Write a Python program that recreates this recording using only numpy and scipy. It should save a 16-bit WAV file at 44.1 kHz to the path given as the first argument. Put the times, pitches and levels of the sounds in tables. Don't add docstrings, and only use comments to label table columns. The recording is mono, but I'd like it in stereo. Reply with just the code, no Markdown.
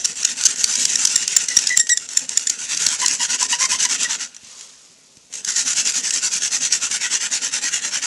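import sys
import numpy as np
from scipy import signal
from scipy.fft import rfft, irfft, next_fast_len
from scipy.io import wavfile
from scipy.ndimage import uniform_filter1d

SR = 44100
rng = np.random.default_rng(int(sys.argv[2]) if len(sys.argv) > 2 else 0)


def materialize(psi):
    bounded = np.clip(np.atleast_2d(psi).T, -1, 1)
    quanta = np.round(bounded * 32767).astype(np.int16)
    wavfile.write(sys.argv[1], SR, quanta)


N = 355432

# [t/s, stroke position (rounded)]
BEAT = [(-0.056, 0), (1.478, 15), (4.179, 42), (4.29, 43), (5.32, 46.5), (5.442, 45), (5.745, 48),
        (6.301, 54), (7.193, 63), (7.507, 66), (8.108, 72)]
# [t/s, full-speed level/dB, pressure on lower resonances/dB, lull at turns/dB]
EFFORT = [(0, -29.5, 1.5, -17), (0.38, -21.5, 2, -14.5), (0.58, -23.5, 0.5, -13), (0.76, -17, -1.5, -6),
          (1.0, -19, -1, -14), (1.2, -21.5, 1.5, -13), (1.7, -23.5, 3.5, -15), (1.86, -42, -4.5, 0),
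          (2.1, -30, 2, -15), (2.52, -31, 2, -12), (2.72, -19, 1.5, -11), (3.1, -20, 1.5, -15),
          (3.6, -17, 1.5, -24), (4.06, -19.5, 4.5, -12), (4.23, -26.5, 6.5, -21), (4.32, -48, 12, -7.5),
          (5.29, -51.5, 2, -9), (5.34, -26.5, -0.5, -13.5), (5.43, -37, 1.5, -20),
          (5.49, -18.5, -0.5, -13.5), (5.8, -17.5, 1, -17), (6.4, -18.5, -0.5, -16.5), (7, -20, 4, -18),
          (8.06, -22.7, 5.5, -15)]
# [f/Hz, density level/dB]
GRIND = [(300, -29.5), (700, -27), (1200, -21), (1500, -12.5), (2250, -12), (2700, -8.5), (3700, -9),
         (4900, -6.5), (5800, 0.5), (7600, -1.5), (8400, -7.5), (9600, -16.5), (11200, -17), (12500, -74)]
# [f/Hz, width/Hz, level above colour/dB]
WOOD = [(910, 203, 7.5), (1380, 210, 3.5), (1854, 460, 3), (2800, 410, 2.5), (4690, 300, 1.5),
        (5960, 970, 2), (7570, 350, 1.5)]
# [t/s, length/s, level/dB, slip rate/Hz, favoured mode f/Hz]
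CHIRPS = [(0.0448, 0.0085, -14.5, 1820, 5750), (0.0514, 0.0078, -12.5, 1460, 5940),
          (0.229, 0.0054, -16.5, 1450, 5860), (0.247, 0.0082, -8, 1454, 6500),
          (0.437, 0.0024, -8.5, 1485, 7200), (0.4512, 0.02, -8, 1500, 6300),
          (0.641, 0.0046, -4.5, 2224, 4550), (0.754, 0.0055, -13.5, 1486, 5500),
          (0.852, 0.0053, -8.5, 1632, 5700), (0.9557, 0.0046, -9, 1853, 5600),
          (1.051, 0.0053, -5.5, 1482, 6060), (1.0707, 0.0091, -14, 1410, 5800),
          (1.1574, 0.0068, -2, 1827, 7450), (1.2773, 0.0051, -12.5, 1230, 6050),
          (1.3643, 0.0071, -2.5, 1783, 7220), (1.484, 0.007, -15, 2044, 5500),
          (1.567, 0.0086, -2, 1903, 5720), (1.67, 0.0058, -10, 1704, 5090), (1.692, 0.004, -15, 2050, 5700),
          (1.7725, 0.0052, -2, 1865, 7400), (1.797, 0.0069, -12.5, 1786, 7440),
          (1.892, 0.007, -14, 1600, 6400), (1.973, 0.0055, -12, 1822, 7330),
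          (2.1711, 0.0059, -5.5, 1778, 7200), (2.292, 0.0027, -15.5, 1066, 8240),
          (2.373, 0.0057, -7, 1762, 6830), (2.47, 0.0066, -12.5, 1803, 6900),
          (2.496, 0.0089, -13.5, 986, 6800), (2.77, 0.0077, -16.5, 1130, 5740),
          (2.8645, 0.0041, -1.5, 860, 4320), (2.8865, 0.0039, -14, 1720, 6950),
          (3.0602, 0.0052, -8, 1514, 4300), (3.081, 0.0042, -10, 1070, 7400),
          (3.427, 0.0032, -11.5, 1220, 6000), (3.653, 0.0069, -18, 930, 6200),
          (3.85, 0.0069, -12, 947, 1960), (5.447, 0.0043, -18, 1565, 6400),
          (6.724, 0.006, -10.5, 1460, 5550)]
# [f/Hz, density level/dB]
SLIP = [(60, -41), (250, -25), (600, -40), (1000, -27), (1600, -15), (3000, -8.5), (4500, -2.5), (5800, 2),
        (7500, 1.5), (8600, -5), (10000, -12), (12000, -18)]
# [t/s, length/s, level/dB, pitch f/Hz, each harmonic over the one below/dB]
SQUEALS = [(1.49, 0.074, -31.5, 2000, -6.5), (1.693, 0.068, -20, 1977, -16.5),
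           (1.79, 0.03, -13.5, 1892, 0.5), (1.89, 0.059, -15, 1930, 0), (2.916, 0.042, -41, 1000, -8),
           (3.01, 0.045, -24, 988, -4), (3.194, 0.053, -26.5, 979, -2.5), (3.324, 0.047, -36.5, 1013, -7.5),
           (3.41, 0.035, -28, 1010, -14), (3.522, 0.034, -20, 978, -1.5), (3.594, 0.085, -27, 1031, -4.5),
           (3.711, 0.05, -28, 1026, -2), (3.846, 0.024, -24, 987, -0.5), (4.035, 0.039, -27, 1930, -20),
           (7.033, 0.055, -28.5, 1964, -20), (7.634, 0.046, -32, 1944, -14)]
# [f/Hz, level/dB]
SQUEAL_COLOUR = [(950, -9.5), (1900, -5.5), (2900, -3.5), (3800, -11), (5700, -3.5), (7600, 3),
                 (9500, -18.5), (12000, -32.5)]
# [t/s, level before common gain/dB]
TICKS = [(.156, -29), (0.411, -15), (.559, -23), (.972, -22), (1.178, -21), (1.589, -12), (1.869, -20),
         (2.089, -22.5), (2.192, -21.5), (2.395, -20), (2.589, -25.5), (3.628, -14), (3.828, -13),
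         (4.032, -13), (4.346, -33.5), (4.365, -30), (4.61, -30.5), (5.17, -40.5), (5.327, -28),
         (5.338, -23.5), (5.354, -24.5), (5.732, -15.5), (5.921, -19.5), (6.107, -13), (6.912, -15.5)]
# [t/s, level before common gain/dB]
SLIDE = [(4.28, -48), (4.39, -55), (4.45, -41.5), (4.63, -39), (4.78, -47.5), (5.0, -53.5), (5.31, -56)]
# [f/Hz, density level/dB]
SKIN = [(240, -44), (400, -9.5), (773, -12), (954, -11), (1050, -5), (1260, -7), (1650, -13.5),
        (1790, -10.5), (6790, 3.5), (11400, -18), (14800, -52), (22000, -120)]
# [f/Hz, density level/dB]
BOARDS = [(20, -34), (45, -12), (80, -10.5), (115, -16), (165, -0.5), (210, -2.5), (262, 3), (335, -11),
          (388, -3), (450, -5.5), (700, -9.5), (1000, -14), (1500, -39)]
# [t/s, level/dB]
THUMPS = [(0.451, -37), (0.643, -45), (1.569, -27.5), (1.777, -38), (2.868, -32), (4.431, -42), (4.47, -47),
          (5.169, -44)]
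# [f/Hz, density level/dB]
ROOM = [(15, -51), (25, -10), (180, 4), (1290, -7.5), (1400, -12), (1510, -22), (1900, -14), (2390, -7),
        (6010, 1.5), (11400, -10), (14800, -41.5), (22000, -120)]
# [f/Hz, density level/dB]
RUMBLE = [(15, -20), (50, 6), (150, -14.5), (600, -16), (2000, -18), (11000, -23)]
# [f/Hz, likeness 0-1, left over right/dB, left lead/rad]
PORTS = [(6560, 0.8, 0, 0), (7370, 0.03, 8, 0.47), (7800, 0, 16.5, 1.1), (7900, 0.6, 10, 0.72),
         (9000, 1, 4, 0.36), (10300, 0.16, 7, 0)]

PAUSE_START_S, PAUSE_END_S = 4.29, 5.32
CREST_SHARE = 0.47
PUSH_DB, STROKE_SCATTER_DB = 0.4, 0.5
HALO_DB, HALO_DECAY_S = -18, 0.011
LOCK_HZ, LOCKED_UNEVEN, UNEVEN_PER_OCTAVE = 1857, 0.0269, 0.11
SQUEAL_UNEVEN, GROAN_UNEVEN = 0.011, 0.0237
SQUEAL_ARCH, SQUEAL_SAG = 0.036, 0.016
BOARDS_DB, WORKING_DB, BOARDS_FOLLOW = -48, -18, 0.43
ROOM_DB, RUMBLE_DB = -57, -69
EDGE_HZ = 11600


def amp(db):
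    return 10 ** (np.asarray(db) / 20)


def unit(x):
    return x / np.sqrt(np.mean(x ** 2) + 1e-20)


def read(points, hz, axis=1):
    table = np.array(points)
    return np.interp(np.log(hz + 1), np.log(table[:, 0] + 1), table[:, axis])


def curve(points, axis=1):
    table = np.array(points)
    return np.interp(np.arange(N) / SR, table[:, 0], table[:, axis])


def add(mix, s, sound):
    part = mix[max(round(s * SR), 0):][:len(sound)]
    part += sound[:len(part)]


def wander(size, hz):
    f = np.fft.rfftfreq(size, 1 / SR)
    return unit(irfft(rfft(rng.standard_normal(size)) / (1 + (f / hz) ** 2), size))


def resonance_db(hz, centre_hz, width_hz, db):
    return db / (1 + (2 * (hz - centre_hz) / width_hz) ** 2)


def wood_db(colour, hz):
    return read(colour, hz) + sum(resonance_db(hz, *mode) for mode in WOOD)


def ring(db_at, size=2048):
    hz = abs(np.fft.fftfreq(size, 1 / SR))
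    log_gain = np.log(amp(np.maximum(db_at(hz), -100)))
    response = np.fft.ifft(np.exp(np.conj(signal.hilbert(log_gain)))).real[:size // 2]
    return response / np.linalg.norm(response)


def through(x, response):
    return signal.oaconvolve(x, response)[:len(x)]


def noise(colour):
    size = next_fast_len(N)
    gain = amp(read(colour, np.fft.rfftfreq(size, 1 / SR)))
    return unit(irfft(rfft(rng.standard_normal(size)) * gain, size)[:N])


def patchy(x, depth_db, width_bins, frames, size):
    overlap = size * 3 // 4
    z = signal.stft(x, nperseg=size, noverlap=overlap)[2]
    field = rng.standard_normal(z.shape)
    for _ in range(2):
        field = uniform_filter1d(field, width_bins, axis=0)
        field = uniform_filter1d(field, frames, axis=1)
    gain = unit(amp(depth_db * unit(field)))
    return signal.istft(z * gain, nperseg=size, noverlap=overlap)[1][:N]


def strokes(sharpness=2.48):
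    t = np.arange(N) / SR
    turn_s, position = np.transpose(BEAT)
    place = np.interp(t, turn_s, np.round(position))
    k = place.astype(int)
    spinning = (t < PAUSE_START_S) | (t > PAUSE_END_S)
    skew = np.log(.5) / np.log(CREST_SHARE)
    speed = spinning * np.sin(np.pi * (place - k) ** skew)
    push_db = PUSH_DB * (-1.) ** k
    stroke_db = push_db + STROKE_SCATTER_DB * rng.standard_normal(N)[k]
    lull_power = amp(curve(EFFORT, axis=3)) ** 2 * (1 - speed ** 2)
    power = lull_power + amp(stroke_db) ** 2 * speed ** sharpness
    return speed, amp(curve(EFFORT)) * np.sqrt(power), curve(EFFORT, axis=2) - push_db


def chirp_halo():
    out = np.zeros(N)
    t = np.arange(-2000, 2000) / SR
    for s, length_s, db, _, _ in CHIRPS:
        add(out, s + length_s / 2 + t[0], amp(db + HALO_DB) * np.exp(-abs(t) / HALO_DECAY_S))
    return out


def grinding(speed, gain, pressure_db, grains_per_s=5000, spread_db=1.0, dust=0.68,
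             judder_db=1.5, judder_hz=110, body_hz=3600, speed_db=-2.5, shift_db=2.5):
    sizes = amp(spread_db * np.minimum(rng.exponential(1, N), 5)) * rng.choice([-1, 1], N)
    snaps = unit(sizes * (rng.random(N) < grains_per_s / SR))
    judder = amp(judder_db * wander(N, judder_hz))
    drive = unit((snaps + dust * rng.standard_normal(N)) * judder)
    drive = patchy(drive, shift_db, width_bins=4, frames=10, size=1024)
    sound = through(drive * gain, ring(lambda hz: wood_db(GRIND, hz)))
    body = signal.sosfiltfilt(signal.butter(2, body_hz, fs=SR, output="sos"), sound)
    body_db = pressure_db + speed_db * (speed - 1.05)
    return sound + body * (amp(body_db) - 1)


def slips(hz, uneven, size_spread=3.1):
    count = len(hz)
    turns = np.cumsum(hz * np.exp(1.5 * uneven * wander(count, 845))) / SR + .8
    whole = np.arange(1, int(turns[-1]) + 1)
    at = np.interp(whole, turns, np.arange(count))
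    strength = np.exp(size_spread * uneven * rng.standard_normal(len(at)))
    offset = np.arange(count) - at[:, None]
    return strength @ (np.sinc(offset) * np.exp(-(offset / 6) ** 2))


def chirps(scrape=0.4, taper=0.26, ring_db=7.5, ring_width_hz=520):
    out = np.zeros(N)
    for s, length_s, db, hz, mode_hz in CHIRPS:
        uneven = LOCKED_UNEVEN + UNEVEN_PER_OCTAVE * abs(np.log2(hz / LOCK_HZ))
        count = round(length_s * SR)
        response = ring(lambda f: wood_db(SLIP, f) + resonance_db(f, mode_hz, ring_width_hz, ring_db))
        burst = unit(slips(np.full(count, hz), uneven)) + scrape * rng.standard_normal(count)
        burst = (burst - burst.mean()) * signal.windows.tukey(count, taper)
        burst = signal.fftconvolve(burst, response)
        add(out, s, amp(db) * burst * np.sqrt(count / np.sum(burst ** 2)))
    return out


def squeals(waver_hz=250, flutter=1.5, taper=0.56, ring_db=-18, ring_s=0.017, size=4000):
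    out = np.zeros(N)
    t = np.arange(size) / SR
    for s, length_s, db, middle_hz, tilt_db in SQUEALS:
        count = round(length_s * SR)
        u = np.linspace(-1, 1, count)
        bite = min(amp(tilt_db), 1)
        pitch_hz = middle_hz * (1 - SQUEAL_ARCH * bite * u ** 2 - SQUEAL_SAG * (1 - bite) * u)
        uneven = np.interp(middle_hz, [LOCK_HZ / 2, LOCK_HZ], [GROAN_UNEVEN, SQUEAL_UNEVEN])
        waver = wander(count, waver_hz) + wander(count, 59)
        turns = np.cumsum(pitch_hz * (1 + uneven * waver)) / SR
        tone = np.zeros(count)
        for k in range(1, 7):
            harmonic_db = read(SQUEAL_COLOUR, k * middle_hz) + tilt_db * k + 2.9 * wander(count, 73)
            tone += amp(harmonic_db) * np.cos(2 * np.pi * (k * turns + rng.random()))
        grip = np.exp(16 * uneven * wander(count, 70))
        fluttering = np.exp(flutter * uneven * wander(count, waver_hz))
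        swell = signal.windows.tukey(count, taper) * grip * fluttering
        add(out, s, amp(db) * unit(tone * swell))
        tail = t / ring_s * np.exp(1 - t / ring_s) * np.sin(2 * np.pi * pitch_hz[count * 3 // 4] * t)
        add(out, s + length_s / 2, amp(db + ring_db) * tail)
    return out


def ticks(gain_db=2, decay_s=0.0039, size=600):
    out = np.zeros(N)
    decay = np.exp(-np.arange(size) / SR / decay_s)
    for s, db in TICKS:
        add(out, s, amp(db + gain_db) * rng.standard_normal(size) * decay)
    return through(out, ring(lambda hz: wood_db(GRIND, hz)))


def sliding(gain_db=-1, grain_db=1.0):
    s, db = np.transpose(SLIDE)
    gain = amp(np.interp(np.arange(N) / SR, s, db, left=-100, right=-100))
    return gain * noise(SKIN) * amp(gain_db + grain_db * wander(N, 120))


def floorboards(speed, speed_db=5, lumps_db=3.5, rattle_db=2.5, rattle_hz=30, thump_s=0.0046, size=2000):
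    shake = patchy(noise(BOARDS), lumps_db, width_bins=2, frames=5, size=2048)
    shake = shake * unit(amp(rattle_db * wander(N, rattle_hz)))
    effort_db = BOARDS_FOLLOW * (curve(EFFORT) - WORKING_DB)
    out = shake * amp(BOARDS_DB + effort_db + speed_db * (speed - .5))
    t = np.arange(size) / SR
    modes = sum((-1) ** k * np.sin(2 * np.pi * hz * t) for k, hz in enumerate((110, 175, 265)))
    thump = np.exp(-t / thump_s) * modes
    for s, db in THUMPS:
        add(out, s, amp(db) * thump)
    return out


def reflections(x, t60_s=0.17, wet_db=-15, size=9000):
    t = np.arange(size) / SR
    sparse = (rng.random(size) < .06) * (t > .002)
    taps = rng.standard_normal(size) * sparse * amp(-60 * t / t60_s)
    return x + amp(wet_db) * through(x, taps / np.linalg.norm(taps))


def room_air():
    return amp(ROOM_DB) * noise(ROOM)


def rumble():
    return amp(RUMBLE_DB) * np.array([noise(RUMBLE), noise(RUMBLE)])


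def ports(x, sway_hz=90, sway_radians=1.63):
    count = next_fast_len(N)
    hz = np.fft.rfftfreq(count, 1 / SR)
    left = rfft(x, count)
    like = np.where(hz < PORTS[0][0], 1, np.clip(read(PORTS, hz, axis=1), 0, 1))
    lean = amp(read(PORTS, hz, axis=2))
    lead = read(PORTS, hz, axis=3)
    sway = np.exp(1j * sway_radians * wander(count, sway_hz))
    swept = rfft((signal.hilbert(x, count) * sway).real)
    right = (like * np.exp(-1j * lead) * left + np.sqrt(1 - like ** 2) * swept) / lean
    centre = np.sqrt(1 + 2 * like * np.cos(lead) / lean + lean ** -2) / 2
    return irfft(np.array([left, right]) / centre, count)[:, :N]


def scene():
    speed, gain, pressure_db = strokes()
    drill = grinding(speed, np.hypot(gain, chirp_halo()), pressure_db)
    drill += chirps() + squeals() + ticks() + sliding() + floorboards(speed)
    return ports(reflections(drill) + room_air()) + rumble()


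def record(dry, low_cut_hz=55):
    squashed = dry / (1 + (dry / .95) ** 6) ** (1 / 6)
    low_cut = signal.butter(2, low_cut_hz, "high", fs=SR, output="sos")
    lean = signal.sosfilt(low_cut, squashed)
    band_limit = signal.firwin(401, EDGE_HZ, window=("kaiser", 8), fs=SR)
    limited = signal.oaconvolve(lean, band_limit[None], "same")
    return np.clip(limited, -1, 1)


dry = scene()
out = record(dry)
materialize(out)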